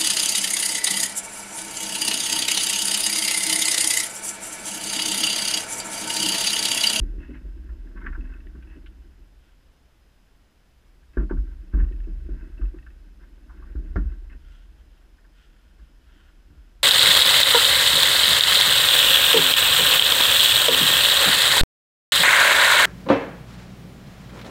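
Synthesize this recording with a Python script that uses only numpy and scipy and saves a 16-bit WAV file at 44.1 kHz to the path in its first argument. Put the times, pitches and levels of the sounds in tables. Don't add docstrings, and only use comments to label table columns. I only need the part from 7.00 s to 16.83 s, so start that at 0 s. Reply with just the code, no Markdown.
import sys
import numpy as np
from scipy import signal
from scipy.fft import rfft, irfft, next_fast_len
from scipy.io import wavfile
from scipy.ndimage import uniform_filter1d

SR = 44100
rng = np.random.default_rng(int(sys.argv[2]) if len(sys.argv) > 2 else 0)


def store_wav(level_fs):
    pcm = np.round(np.clip(np.atleast_2d(level_fs), -1, 1) * 32767)
    wavfile.write(sys.argv[1], SR, pcm.T.astype(np.int16))


N = 433490
TIME = np.arange(N) / SR
BLOW_TIME = TIME[:SR // 2]

# (frequency [Hz], relative level [dB], T60 [s])
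TRAY_MODES = [(116.2, -28.5, 0.66), (151.4, -14, 0.27), (184.2, -8, 0.25), (205.7, -9.5, 0.32),
              (256, -6.5, 0.3), (299.2, -0.5, 0.12), (330.7, 1.5, 0.1), (366.6, 2, 0.052),
              (457, 5.5, 0.0073), (533, -14.5, 0.11), (629.2, -16.5, 0.19), (697, -32, 0.39)]
TUBE_MODES = [(906, -10, 0.11), (1140, -4, 0.055), (1205, -11, 0.057), (1389, -3.5, 0.087),
              (1433, -4.5, 0.073), (1543, 3.5, 0.057), (1676, 0, 0.045), (1735, -1.5, 0.062),
              (1828, -12, 0.18), (1896, -16.5, 0.069), (2140, -7, 0.034), (2460, -8, 0.0088),
              (2650, -26.5, 0.021), (2810, -23.5, .02)]
JOINT_MODES = [(1663, 15.5, 0.0046), (1852, 5, 0.037), (2243, -11.5, 0.044), (2480, -5, 0.0063),
               (2598, 2.5, 0.039), (2750, -0.5, 0.026), (2910, -2.5, 0.012)]
# (time [s], relative sway level [dB], relative creak level [dB])
WEIGHT_SHIFTS = [(0.0, -27, -46), (0.24, -44, -50), (0.76, -41, -51.5), (1.12, -39, -48),
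                 (2.14, -49.5, -59.5), (2.54, -59, -75.5), (3.59, -65, -75), (4.16, -53.5, -72),
                 (4.35, -32, -59), (4.73, -46, -54), (4.9, -35, -54.5), (5.64, -42, -47.5),
                 (5.86, -47, -60.5), (6.41, -50, -59.5), (6.92, -35, -47.5), (7.42, -45, -64),
                 (8.08, -56.5, -67), (9.83, -54, -67.5)]
# (time [s], frame drive [dB], tray drive [dB], pole drive [dB],
# swell of the load [s], chatter [s], frequency favoured in the trays [Hz])
BOX_BUMPS = [(0.028, -30, -38.5, -66, 0.042, 0.0084, 287), (0.137, -42, -44, -76, 0.018, 0.0022, 386),
             (0.18, -31, -38.5, -64, 0.011, .006, 295), (0.292, -51, -36.5, -69, 0.016, 0.013, 290),
             (0.449, -28.5, -44, -80, 0.036, 0.002, 323), (0.687, -25.5, -58, -55, 0.021, 0.0037, 300),
             (1.046, -24.5, -39.5, -46, 0.073, 0.019, 322), (1.175, -28, -40.5, -69, 0.017, 0.016, 303),
             (1.549, -44, -43, -59, 0.011, 0.0077, 210), (1.756, -44, -44, -69, 0.034, 0.023, 265.5),
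             (4.17, -13.5, -21.5, -33.5, 0.025, 0.0028, 350), (4.309, -28, -24.5, -45, 0.049, 0.0025, 347),
             (4.369, -16, -49, -51.5, .02, 0.0038, 152), (4.735, -11.5, -28, -43.5, 0.021, 0.0076, 188),
             (4.772, -12, -30.5, -51, 0.045, 0.01, 263), (4.822, -13, -40, -56, 0.017, 0.021, 265),
             (4.911, -28.5, -40, -73, 0.048, 0.0041, 327), (5.07, -21, -38.5, -66, 0.047, 0.01, 312),
             (5.289, -22, -33.5, -57, 0.023, 0.0036, 306), (5.609, -17.5, -42.5, -51.5, 0.029, 0.013, 207),
             (5.74, -55, -42.5, -58, .02, 0.0086, 350), (6.751, -20, -35.5, -53, 0.017, 0.0045, 298),
             (6.958, -14.5, -28, -35.5, 0.0096, 0.0017, 652), (6.973, -15, -29.5, -46, 0.031, 0.0087, 285),
             (7.049, -19.5, -44, -61, .013, 0.011, 249), (8.793, -41, -56, -62.5, 0.02, 0.0046, 296),
             (9.5, -43, -51, -69, 0.0074, .0045, 220), (9.57, -39, -67, -75, .016, 0.0088, 294)]
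REBOUND_S, REBOUND_CHATTER_S = 0.024, 0.014


def frame():
    # (frequency [Hz], relative level [dB])
    sway_spectrum = [(15, -79.5), (27, -11.5), (41, 11), (52, -8.5), (62, 6), (78, -22), (100, -21.5),
                     (150, -30), (300, -78)]
    sway = coloured(rng.standard_normal(N), sway_spectrum)
    power = gain_of(follow(WEIGHT_SHIFTS)[0] + 3.5) ** 2
    power += sum(settling(s + swell, db - 15, t60=0.82) ** 2 for s, db, _, _, swell, _, _ in BOX_BUMPS)
    out = np.sqrt(power) * sway / running_rms(sway, size=6000)
    for s, db, _, _, swell, _, _ in BOX_BUMPS:
        hz = 49.67 * (0.0228 / swell) ** 0.292
        progress = BLOW_TIME / swell
        load = (progress * np.exp(1 - progress)) ** 1.56
        add(out, s, gain_of(db) * load * np.sin(2 * np.pi * hz * BLOW_TIME))
    return out


def trays(rub_power):
    slips = fitful(grains(per_s=710, spread_db=2.5), depth_db=4, size=1200)
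    creak = favour(ring(slips, TRAY_MODES), hz=233, octaves=1.8)
    power = gain_of(follow(WEIGHT_SHIFTS)[1] - 2.5) ** 2
    power += gain_of(0.5) ** 2 * rub_power
    power += sum(settling(s, db - 8, t60=0.39) ** 2 for s, _, db, *_ in BOX_BUMPS)
    out = np.sqrt(power) * creak / running_rms(creak, size=9000)
    for s, _, db, _, _, chatter_s, hz in BOX_BUMPS:
        rebound_db = -31 + 0.9 * (db + 24.5)
        add(out, s, knock(db, chatter_s, hz))
        add(out, s + REBOUND_S, knock(rebound_db, REBOUND_CHATTER_S, hz=145.7))
    return soft_mount(soft_mount(out, hz=730), hz=1000)


def knock(db, chatter_s, hz):
    force = contact(chatter_s, chatter=110 * chatter_s)
    tock = evened(favour(force, hz, octaves=0.082))
    ringing = evened(favour(ring(force, TRAY_MODES, in_step=True), hz, octaves=0.77))
    return peaked(gain_of(-5) * tock + ringing, db)


def pole(tube_power, catch_power):
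    # (time [s], level before the mount [dB], chatter [s], favoured frequency [Hz])
    clacks = [(0.335, -51.5, 0.014, 2000), (0.869, -54, 0.0014, 1710), (1.063, -28.5, 0.0023, 1840),
              (1.125, -43, 0.0037, 1820), (1.149, -39, 0.0024, 1320), (1.624, -55.5, .003, 2600),
              (1.861, -51, 0.0022, 3140), (4.026, -65, .004, 1730), (4.295, -40, 0.0078, 1370),
              (4.309, -40, 0.0037, 1090), (4.799, -42, 0.0037, 1510), (5.865, -48, 0.0026, 1500),
              (6.493, -51, 0.011, 1250), (6.621, -53, 0.0071, 1100), (6.956, -59.5, 0.0043, 4940),
              (6.959, -30.5, 0.0021, 1500), (7.297, -55, 0.0054, 2080), (8.182, -61, .003, 1800),
              (8.244, -58.5, 0.0056, 1590), (9.283, -59.5, .0074, 1440)]
    slips = fitful(grains(per_s=2600, spread_db=3.5), depth_db=2, size=700)
    gripped_modes = [(hz, db, t60 * 0.42) for hz, db, t60 in TUBE_MODES]
    tube = evened(favour(ring(slips, gripped_modes), hz=1770, octaves=0.89))
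    catches = fitful(ring(slips, JOINT_MODES), depth_db=2.5, size=600)
    grip_power = gain_of(-36.5 + 0.59 * follow(WEIGHT_SHIFTS)[1]) ** 2
    joint_share, jolt_hz = 0.21, 1355
    out = np.sqrt(tube_power + (1 - joint_share) * grip_power) * tube
    out += np.sqrt(catch_power + joint_share * grip_power) * catches
    for s, db, chatter_s, hz in clacks:
        add(out, s, clack(db, chatter_s, hz))
    for s, _, _, db, _, chatter_s, _ in BOX_BUMPS:
        add(out, s, clack(db, chatter_s, jolt_hz))
        add(out, s + REBOUND_S, clack(db - 14.5, REBOUND_CHATTER_S, jolt_hz))
    return soft_mount(out, hz=5000)


def clack(db, chatter_s, hz):
    # (frequency [Hz], relative level [dB])
    rattle_spectrum = [(300, -14), (700, 3.5), (1100, -0.5), (2000, -7), (3000, -8.5),
                       (4000, -19.5), (5500, -19), (9000, -30)]
    ringing = evened(ring(contact(chatter_s, chatter=260 * chatter_s), TUBE_MODES))
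    rattle = coloured(noise_burst(chatter_s + 0.0067), rattle_spectrum)
    rattle_db = -0.5 + 3.5 * np.log2(chatter_s / 0.0054)
    return peaked(favour(ringing + gain_of(rattle_db) * rattle, hz, octaves=0.43), db)


def rubbing():
    # (start [s], length [s], final level [dB], share at the joint [0-1])
    strokes = [(0.177, 0.2, -54.5, 0.68), (0.947, 0.14, -47, 0.01), (1.112, 0.26, -60, 0.16),
               (1.665, 0.1, -58.5, 0.66), (2.463, 0.031, -65.5, 0.3), (4.127, .11, -57.5, 0.22),
               (4.446, 0.084, -61, 0), (4.72, 0.097, -53, 0.08), (5.286, .2, -60, 0.17),
               (5.604, 0.074, -63, 0.1), (6.202, 0.043, -58, 0.1), (6.454, 0.25, -61, 0.06),
               (6.995, 0.16, -62, 0.08), (7.303, 0.053, -56, 0.44), (9.083, 0.15, -66.5, 0.1)]
    attack_s, release_s, press_db = 0.0094, 0.01, 3.5
    tube_power, catch_power = np.zeros((2, N))
    for start, length, db, share in strokes:
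        t = TIME - start
        attack = np.clip(t / attack_s, 0, 1)
        pressure = gain_of(db + press_db * (np.clip(t / length, 0, 1) - 1))
        release = np.exp(-np.maximum(t - length, 0) / release_s)
        power = (attack * pressure * release) ** 2
        tube_power += (1 - share) * power
        catch_power += share * power
    return tube_power, catch_power


def joint():
    # (start [s], length [s], interval [s], level of the first tick [dB])
    runs = [(1.206, .3, .0655, -52), (4.841, .23, .04, -56.5), (5.577, .1, 0.038, -56.5),
            (5.785, .14, .039, -53.5)]
    rise_db_per_s, alternate_tick_db = 1, -5
    out = np.zeros(N)
    for start, length, interval, first_db in runs:
        for k, t in enumerate(np.arange(0, length, interval)):
            detune = 1 + 0.008 * rng.standard_normal()
            modes = [(hz * detune, db, t60) for hz, db, t60 in JOINT_MODES]
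            tick = favour(ring(contact(0.003, chatter=4.2), modes), hz=2400, octaves=0.88)
            add(out, start + t, peaked(tick, first_db + rise_db_per_s * t + alternate_tick_db * (k % 2)))
    return out


def sleeve():
    # (centre time [s], level [dB], half-width [s])
    swishes = [(2.465, -72, 0.089), (7.53, -63, 0.12), (7.796, -68, 0.023), (7.964, -71.5, 0.087),
               (8.412, -62.5, 0.063), (8.58, -71, 0.13), (8.824, -73.5, 0.098), (9.184, -64.5, 0.15),
               (9.63, -72.5, 0.13)]
    # (frequency [Hz], relative level [dB])
    cloth_spectrum = [(1000, -44), (1280, -5), (1420, 6.5), (1600, -3.5), (1850, -1.5), (2300, -8.5),
                      (3200, 1), (4000, -13), (5500, -17), (7000, -20), (8000, -20), (9500, -31)]
    speed = sum(gain_of(db) * np.exp(-((TIME - s) / half) ** 2) for s, db, half in swishes)
    return speed * coloured(grains(per_s=13000, spread_db=5), cloth_spectrum)


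def background():
    # (frequency [Hz], relative level [dB])
    hiss_spectrum = [(30, 3.5), (60, 0.5), (100, -4), (200, -8), (400, -13.5), (700, -16.5), (1200, -20),
                     (1550, -19.5), (2100, -22), (3000, -22.5), (4000, -26), (7000, -31.5), (11000, -37.5),
                     (15000, -37.5)]
    # (frequency [Hz], width [Hz], level [dB])
    whine_bands = [(2990, 18, -89), (5077, 240, -83), (10070, 730, -88), (12670, 30, -97),
                   (12480, 510, -89.5)]
    size = next_fast_len(N)
    hz = np.fft.rfftfreq(size, 1 / SR)
    bands = sum(gain_of(db) * evened(np.exp(-2 * ((hz - f) / width) ** 2)) for f, width, db in whine_bands)
    whine = irfft(rfft(rng.standard_normal(size)) * bands)[:N]
    return gain_of(-60.5) * coloured(rng.standard_normal(N), hiss_spectrum) + whine


def ring(force, modes, in_step=False):
    sign = 1 if in_step else -1
    response = sum(sign ** k * gain_of(db - 60 * BLOW_TIME / t60) * np.sin(2 * np.pi * hz * BLOW_TIME)
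                   for k, (hz, db, t60) in enumerate(modes))
    return signal.fftconvolve(force, response)[:len(force)]


def contact(chatter_s, chatter):
    force = noise_burst(chatter_s / 2)
    force *= chatter / np.linalg.norm(force)
    force[0] += 1
    return force


def noise_burst(decay_s):
    return rng.standard_normal(len(BLOW_TIME)) * np.sqrt(BLOW_TIME) * np.exp(-BLOW_TIME / decay_s)


def grains(per_s, spread_db):
    strength = gain_of(spread_db * np.minimum(rng.exponential(1, N), 4))
    return evened(strength * rng.standard_normal(N) * (rng.random(N) < per_s / SR))


def fitful(x, depth_db, size):
    wander = evened(uniform_filter1d(uniform_filter1d(rng.standard_normal(N), size), size))
    return evened(x * gain_of(depth_db * np.tanh(wander)))


def settling(s, db, t60, build_s=0.0067):
    t = np.maximum(TIME - s, 0)
    return np.minimum(t / build_s, 1) * gain_of(db - 60 * t / t60)


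def favour(x, hz, octaves):
    edges = np.minimum(hz * 2 ** (octaves * np.array([-1, 1])), SR * 0.45)
    band = signal.butter(1, edges, "bandpass", fs=SR, output="sos")
    return signal.sosfilt(band, signal.sosfilt(band, x))


def soft_mount(x, hz):
    return signal.sosfilt(signal.butter(2, hz, fs=SR, output="sos"), x)


def coloured(x, spectrum):
    hz, db = np.transpose(spectrum)
    size = next_fast_len(len(x))
    shape_db = np.interp(np.log(np.fft.rfftfreq(size, 1 / SR) + 1), np.log(hz), db)
    return evened(irfft(rfft(x, size) * gain_of(shape_db), size)[:len(x)])


def gain_of(db):
    return 10 ** (np.asarray(db) / 20)


def evened(x):
    return x / np.sqrt(np.mean(x ** 2) + 1e-20)


def running_rms(x, size):
    return np.sqrt(abs(uniform_filter1d(x ** 2, size, mode="constant")) + 1e-20)


def peaked(x, db):
    return gain_of(db) * x / running_rms(x, size=128).max()


def follow(rows):
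    times, *columns = np.transpose(rows)
    return [np.interp(TIME, times, column) for column in columns]


def add(mix, s, sound):
    part = mix[max(round(s * SR), 0):][:len(sound)]
    part += sound[:len(part)]


def scene():
    tube_power, catch_power = rubbing()
    seatbox = frame() + trays(tube_power + catch_power)
    return (seatbox + pole(tube_power, catch_power) + sleeve() + background() + joint())[None]


def record(dry):
    edge_hz = 15300
    lowpass = signal.firwin(511, edge_hz, window=("kaiser", 9), fs=SR)
    return signal.oaconvolve(dry, lowpass[None], "same")


dry = scene()
out = record(dry)
store_wav(out)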